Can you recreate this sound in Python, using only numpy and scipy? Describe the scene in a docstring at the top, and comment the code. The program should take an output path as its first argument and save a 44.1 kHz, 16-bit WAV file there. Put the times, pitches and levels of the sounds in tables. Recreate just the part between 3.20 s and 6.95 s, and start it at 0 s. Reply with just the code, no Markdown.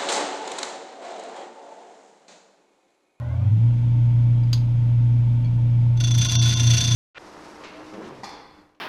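"""A small workshop: a wood lathe growls up to speed, then hums, its belt and bearings whirring.
A steel tool is put down with a clink. A gouge taps the rest and meets the spinning blank:
first mainly its high side, once a turn, then all round. The edge scrapes nearly the same grain
every turn and chatters on its ripples, ringing gouge and rest; fibres hiss and chips snap off."""
import sys
import numpy as np
from scipy import signal
from scipy.fft import rfft, irfft
from scipy.io import wavfile

SR = 44100
rng = np.random.default_rng(int(sys.argv[2]) if len(sys.argv) > 2 else 0)


def log_audio(samples):
    """Write samples as a 16-bit WAV file to the path given in sys.argv[1]."""
    # one column per channel
    frames = np.atleast_2d(samples).T
    # limit to full scale, then quantise
    limited = np.clip(frames, -1, 1)
    pcm = np.round(limited * 32767).astype(np.int16)
    wavfile.write(sys.argv[1], SR, pcm)


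N = 165375

# run-up, idle, slight sag under the cut (time [s], speed [turns/s])
MOTOR_SPEED = [(0, 18), (.1, 20.2), (.2, 23), (.3, 25.8), (.4, 28.4), (.48, 29.5), (.6, 29.73),
               (2.9, 29.73), (3.3, 29.55), (3.75, 29.45)]
# main hum, swelling and dipping (time [s], level [dB])
MOTOR_HUM = [(0, -42), (.12, -27), (.2, -23.5), (.3, -16.5), (.45, -15), (.58, -20), (.8, -15.5),
             (1.05, -15), (1.42, -20), (1.83, -15), (2.1, -17), (2.25, -20.5), (2.62, -15.5), (2.86, -17.5),
             (3.0, -16), (3.1, -27), (3.17, -16.5), (3.27, -16), (3.36, -22.5), (3.46, -14), (3.53, -13.5),
             (3.63, -28), (3.7, -17.5), (3.75, -16)]
# weaker motor vibration (multiple of turn rate [-], level [dB])
MOTOR_HARMONICS = [(3, -47), (5, -46), (6, -52.5), (7, -51.5), (8, -44), (9, -50), (10, -49.5), (20, -62.5),
                   (30, -59)]
# spindle shake (multiple of turn rate [-], idle level [dB], change under load [dB])
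SPINDLE_HARMONICS = [(1, -38.5, -0.5), (2, -41, -2.5), (3, -46.5, 14), (5, -51.5, 9.5), (6, -52.5, 3)]
# mains hum, strong at the start (time [s], level [dB])
MAINS_HUM = [(0, -30), (.3, -21.5), (.42, -35.5), (3.75, -42.5)]
# starting motor (frequency [Hz], width [Hz], gain [dB])
GROWL_PEAKS = [(247, 51, 5), (584, 93, 3), (850, 72, -0.5), (1030, 130, -5.5), (1473, 140, -7.5),
               (2060, 180, -20)]
# rising whine (multiple of turn rate [-], level [dB])
WHINE_HARMONICS = [(13, -50.5), (31, -51.5), (52, -57), (78, -60.5), (102, -60.5)]
# frame resonances (frequency [Hz], width [Hz], gain [dB])
FRAME_PEAKS = [(161, 29, 1.5), (220, 28, -4), (267, 15, -3.5)]
# belt, bearings and air, upper and lower band (frequency [Hz], gain [dB])
WHIRR_SPECTRUM = [(260, -42), (440, -10.5), (467, -3), (542, -3), (611, -4), (730, -8.5), (913, -3.5),
                  (1190, -15.5), (1490, -13), (1630, -18.5), (2040, -15.5), (2270, -14.5), (3010, -17.5),
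                  (3290, -18), (4500, -25.5), (6240, -28.5), (8670, -36), (11500, -36.5), (15500, -52)]
RUMBLE_SPECTRUM = [(15, -19), (40, -15.5), (70, -8), (100, 2), (135, 0), (175, -1.5), (215, -5.5),
                   (270, -9.5), (320, -16), (380, -20.5), (430, -29)]
# steady ring of the ironwork (frequency [Hz], width [Hz], gain [dB])
IRON_PEAKS = [(891, 8.3, 0.5), (2300, 30, -5.5), (3246, 20, -6), (3570, 20, -10), (4740, 23, -14.5),
              (6300, 38, -17), (7300, 60, -22.5)]
# steel put down (time [s], gain [dB])
STEEL_BLOWS = [(1.2344, -34.5), (1.3306, -3.5), (1.3765, -30)]
# its modes (frequency [Hz], gain [dB], t60 [s])
STEEL_MODES = [(1027, -23, 0.31), (1710, -32, 0.23), (3300, -15, 0.14), (3607, -18, .2), (4040, -17, 0.19),
               (4350, -13, 0.098), (4700, -5.5, .03), (4780, -10.5, 0.17), (4780, 3, 0.047),
               (6430, -18.5, .18), (6430, -17, 0.098), (14200, -19, .07)]
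# its crack (frequency [Hz], gain [dB])
CRACK_SPECTRUM = [(600, -25), (1100, -8.5), (2200, -8), (3200, -3), (4800, 4.5), (5600, -11), (6500, -5.5),
                  (8200, -21.5), (11000, -17.5), (14000, -24), (15200, -33.5)]
# gouge touching the rest (time [s], gain [dB])
REST_BLOWS = [(2.2463, -46.5), (2.256, -48.5)]
# modes of that tap (frequency [Hz], gain [dB], t60 [s])
REST_MODES = [(2338, -4, 0.14), (3330, -4, 0.08), (4400, -11, 0.12), (4340, -6, .07), (6250, -11.5, .06)]
# edge on the wood (time [s], high-side force [dB], drop on the low side [dB])
CUT_FORCE = [(2.76, -60, 36), (2.772, -18, 22), (2.795, -28, 24), (2.802, -4.5, 24), (2.85, -5.5, 16.5),
             (2.92, -6.5, 16), (2.97, -5, 10), (3.03, 0.5, 10), (3.12, -1, 7.7), (3.3, -0.5, 6.2),
             (3.37, 2.5, 12.5), (3.46, -2, 7.5), (3.52, 3.5, 9.6), (3.61, 2, 10.5), (3.75, -1, 6.3)]
# gouge and rest resonances (frequency [Hz], width [Hz], gain [dB])
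GOUGE_PEAKS = [(673.7, 30, -14), (1052, 55, -9), (1486, 115, -12), (2183, 83, -29.5), (2769, 76, -6.5),
               (3160, 73, -12), (3386, 190, -6.5), (3454, 70, 4.5), (3555, 72, 1), (4180, 70, -11),
               (4420, 134, -5.5), (4840, 44, -7.5), (5555, 52, -9), (5796, 84, 0.5), (6158, 95, 2.5),
               (6170, 150, -26)]
# drone of the blank, ripple harmonics 1-3 (level at full force [dB])
BLANK_DRONE_DB = [-47.5, -53.5, -50]
# tearing fibres (frequency [Hz], gain [dB])
FIBRE_SPECTRUM = [(300, -10), (600, -12.5), (1200, -13.5), (1500, -4.5), (1750, -5), (2300, -4.5),
                  (3400, 0.5), (4400, 0), (5200, -5), (6200, 3.5), (6800, -12), (7600, -12), (10000, -17),
                  (13000, -24), (15500, -36.5)]
# brief dips in the hiss (time [s], length [s], gain [dB])
HISS_DIPS = [(2.973, 0.0052, -13), (3.084, 0.02, -14), (3.187, 0.049, -52), (3.359, 0.031, -11)]
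# chips snapping off (time [s], level [dB])
CHIP_SNAPS = [(2.983, -32), (3.121, -37), (3.283, -36)]
# their colour (frequency [Hz], gain [dB])
CHIP_SPECTRUM = [(3000, -4), (6000, 0), (9000, 2), (14000, -1), (15500, -10)]

MAINS_HUM_HZ, BELT_RATIO = 120, 0.968
GROWL_END_S, GROWL_FADE_S, SHUDDER_PEAK_S, SHUDDER_WIDTH_S = 0.32, 0.28, 0.34, 0.16
FIRST_BITE_S, BLANK_TURN_HZ, RIPPLES_PER_TURN, RIPPLE_DEPTH = 2.802, 28.65, 12, 0.45
BITE_TURNS, HIGH_SIDE_TURNS, RELEASE_TURNS = 0.022, 0.28, 0.29
GRAIN_MEMORY, GRAIN_SPREAD_DB, HAND_WAVER_DB = 0.6, 6.5, 0.5
ROOM_DELAY_S, ROOM_T60_S, ROOM_DB = 0.0048, 0.067, -22.5
TOP_HZ = 15450


def undb(db):
    """Decibels to gain."""
    return 10 ** (np.asarray(db) / 20)


def level(x, db):
    """Scale to an rms level."""
    return x * undb(db) / np.sqrt(np.mean(x ** 2))


def curve(table, t, column=1):
    """Linear interpolation of a table column."""
    rows = np.array(table)
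    return np.interp(t, rows[:, 0], rows[:, column])


def noise():
    """White noise."""
    return rng.standard_normal(N)


def lowpass(x, hz, order=2, **padding):
    """Zero-phase low-pass."""
    return signal.sosfiltfilt(signal.butter(order, hz, fs=SR, output="sos"), x, **padding)


def waver():
    """Slow random drift, unit rms."""
    return level(lowpass(rng.standard_normal(N + SR), hz=8)[SR // 2:][:N], 0)


def tone(angle_rad, db):
    """Sine at an rms level, random phase."""
    return np.sqrt(2) * undb(db) * np.sin(angle_rad + rng.uniform(0, 2 * np.pi))


def colour(x, points):
    """Minimum-phase filter through (Hz, dB) points, steep outside them."""
    octave, rows = np.log2(np.arange(4097) * SR / 8192 + 1), np.array(points)
    knots = np.log2(rows[:, 0])
    skirt_db = np.minimum(40 * abs(octave - np.clip(octave, knots[0], knots[-1])), 70)
    cepstrum = irfft(np.log(undb(np.interp(octave, knots, rows[:, 1]) - skirt_db)))
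    cepstrum[1:4096] *= 2
    cepstrum[4097:] = 0
    return signal.fftconvolve(x, irfft(np.exp(rfft(cepstrum))))[:N]


def resonate(x, peaks):
    """Resonator bank, each applied twice for steep sides."""
    return sum(undb(db) * signal.sosfilt([np.concatenate(signal.iirpeak(hz, hz / width, fs=SR))] * 2, x)
               for hz, width, db in peaks)


def fade(t, start_s, t60_s):
    """Sudden onset, exponential decay."""
    return (t >= start_s) * np.exp(-np.log(1000) * np.clip((t - start_s) / t60_s, 0, 10))


def strike(t, blows, modes):
    """Each blow rings the damped modes."""
    out, age = np.zeros(N), t[:SR // 2]
    ring = sum(undb(db) * fade(age, 0, t60) * np.sin(2 * np.pi * hz * age) for hz, db, t60 in modes)
    for start_s, db in blows:
        i = int(start_s * SR)
        out[i:i + len(age)] += undb(db) * ring
    return out


def hum(t, pace, load, motor_rad, spindle_rad, mains_rad):
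    """Motor and spindle vibrate at multiples of their turn rates, over mains hum."""
    main = tone(4 * motor_rad, curve(MOTOR_HUM, t)) + tone(mains_rad, curve(MAINS_HUM, t))
    motor = sum(tone(k * motor_rad + 0.44 * waver(), db + 2.4 * waver()) for k, db in MOTOR_HARMONICS)
    spindle = sum(tone(k * spindle_rad, db + load * cut_db) for k, db, cut_db in SPINDLE_HARMONICS)
    return main + pace ** 6 * motor + pace ** 14 * spindle


def run_up(t, motor_rad, mains_rad):
    """The starting motor growls and whines; the frame shudders as speed comes up."""
    starting = np.clip((GROWL_END_S - t) / GROWL_FADE_S, 0, 1) ** 0.5
    growl = level(resonate(noise() * (1 + 0.39 * np.cos(mains_rad)), GROWL_PEAKS), db=-43)
    smear = lambda: level(lowpass(noise(), hz=24, padtype="even", padlen=SR // 2), 0)
    whine = sum(smear() * tone(k * motor_rad, db) for k, db in WHINE_HARMONICS)
    swell = np.exp(-((t - SHUDDER_PEAK_S) / SHUDDER_WIDTH_S) ** 2)
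    shudder = swell * level(resonate(noise(), FRAME_PEAKS), db=-33.5)
    return starting * (growl + whine) + shudder


def whirr(pace, load, spindle_rad, mains_rad):
    """Belt, bearing and air noise with faint iron ring; the rumble grows under load."""
    rush = level(colour(noise(), WHIRR_SPECTRUM), db=-50)
    rush += level(resonate(noise(), IRON_PEAKS), db=-63)
    bearings = lowpass(rush, hz=2700, order=4)
    air = rush - bearings
    throb = 1 + 0.1 * np.cos(spindle_rad) + 0.077 * np.cos(mains_rad)
    rumble = (1 + 0.36 * load) * level(colour(noise(), RUMBLE_SPECTRUM), db=-36)
    return pace * (throb * bearings + air) + pace ** 2 * rumble


def lathe(t):
    """The motor turns the spindle through a belt."""
    speed_hz = curve(MOTOR_SPEED, t)
    pace = speed_hz / speed_hz.max()
    load = np.minimum(undb(curve(CUT_FORCE, t)), 1)
    motor_rad = 2 * np.pi * np.cumsum(speed_hz) / SR
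    spindle_rad, mains_rad = BELT_RATIO * motor_rad, 2 * np.pi * MAINS_HUM_HZ * t
    return (hum(t, pace, load, motor_rad, spindle_rad, mains_rad) + run_up(t, motor_rad, mains_rad)
            + whirr(pace, load, spindle_rad, mains_rad))


def steel_clink(t):
    """Steel lands with a crack and a short ring."""
    burst = sum(undb(db - 23.5) * fade(t, s, t60_s=0.044) + undb(db - 35.5) * fade(t, s, t60_s=0.24)
                for s, db in STEEL_BLOWS)
    crack = burst * level(colour(noise(), CRACK_SPECTRUM), 0)
    return crack + undb(-23) * strike(t, STEEL_BLOWS, STEEL_MODES)


def rest_tap(t):
    """The gouge touches the rest; the metal rings faintly."""
    return strike(t, REST_BLOWS, REST_MODES)


def grain():
    """Uneven fibres pass the edge; each turn keeps much of the last turn's pattern."""
    turn_samples = int(SR / BLANK_TURN_HZ)
    shape = (N // turn_samples + 1, turn_samples)

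    def surface():
        rows = signal.lfilter([1], [1, -GRAIN_MEMORY], rng.standard_normal(shape), axis=0)
        return level(rows.ravel()[:N], 0)

    return surface() * undb(GRAIN_SPREAD_DB * surface())


def gouge_ring(force, push, db):
    """Gouge and rest resonate to a push; db holds at unit force."""
    return resonate(force * push, GOUGE_PEAKS) * undb(db) / np.std(resonate(push, GOUGE_PEAKS))


def fibre_hiss(t, pressure, contact, scrape):
    """Tearing fibres hiss with the force on the edge; the level dips briefly."""
    dips_db = sum(db * np.exp(-(2 * (t - s) / length_s) ** 8) for s, length_s, db in HISS_DIPS)
    hiss = level(colour(scrape, FIBRE_SPECTRUM), db=-27.5)
    return undb(dips_db) * pressure ** 1.065 * contact ** 0.65 * hiss


def gouge_cut(t):
    """The edge bites hardest on the high side and knocks on every ripple; the blank drones."""
    turns = (t - FIRST_BITE_S) * BLANK_TURN_HZ
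    turn_phase, ripple_phase = turns % 1, turns * RIPPLES_PER_TURN % 1
    bite = np.clip(1 - (1 - turn_phase) / BITE_TURNS, 0, 1)
    release = np.clip(1 - (turn_phase - HIGH_SIDE_TURNS) / RELEASE_TURNS, 0, 1)
    drop_db = curve(CUT_FORCE, t, column=2) * (1 - np.maximum(bite, release))
    contact = (t > CUT_FORCE[0][0]) * undb(HAND_WAVER_DB * waver() - drop_db)
    pressure = undb(curve(CUT_FORCE, t))
    force = pressure * contact
    scrape = grain() * (1 + RIPPLE_DEPTH * np.cos(2 * np.pi * ripple_phase))
    offset_samples = ((ripple_phase + 0.5) % 1 - 0.5) * SR / (BLANK_TURN_HZ * RIPPLES_PER_TURN)
    knocks = np.exp(-offset_samples ** 2 / 2)
    ring = gouge_ring(force, scrape, db=-24) + gouge_ring(force, knocks, db=-35)
    drone = sum(np.sqrt(2) * undb(db) * np.sin(2 * np.pi * k * ripple_phase)
                for k, db in enumerate(BLANK_DRONE_DB, 1))
    return ring + np.minimum(pressure, 1) * drone + fibre_hiss(t, pressure, contact, scrape)


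def chips(t):
    """Chips snap off in bright noise bursts."""
    bursts = sum(undb(db) * fade(t, s, t60_s=0.031) for s, db in CHIP_SNAPS)
    return bursts * level(colour(noise(), CHIP_SPECTRUM), 0)


def scene():
    """Lathe plus tools; short workshop echo on the tools only."""
    t = np.arange(N) / SR
    tools = steel_clink(t) + rest_tap(t) + gouge_cut(t) + chips(t)
    walls = (noise() * fade(t, ROOM_DELAY_S, ROOM_T60_S))[:SR // 2]
    echo = signal.fftconvolve(tools, walls / np.linalg.norm(walls))[:N]
    return (lathe(t) + tools + undb(ROOM_DB) * echo)[None]


def record(dry):
    """Steep low-pass on the top treble."""
    return signal.sosfilt(signal.ellip(10, 0.2, 80, TOP_HZ, fs=SR, output="sos"), dry)


dry = scene()
out = record(dry)
log_audio(out)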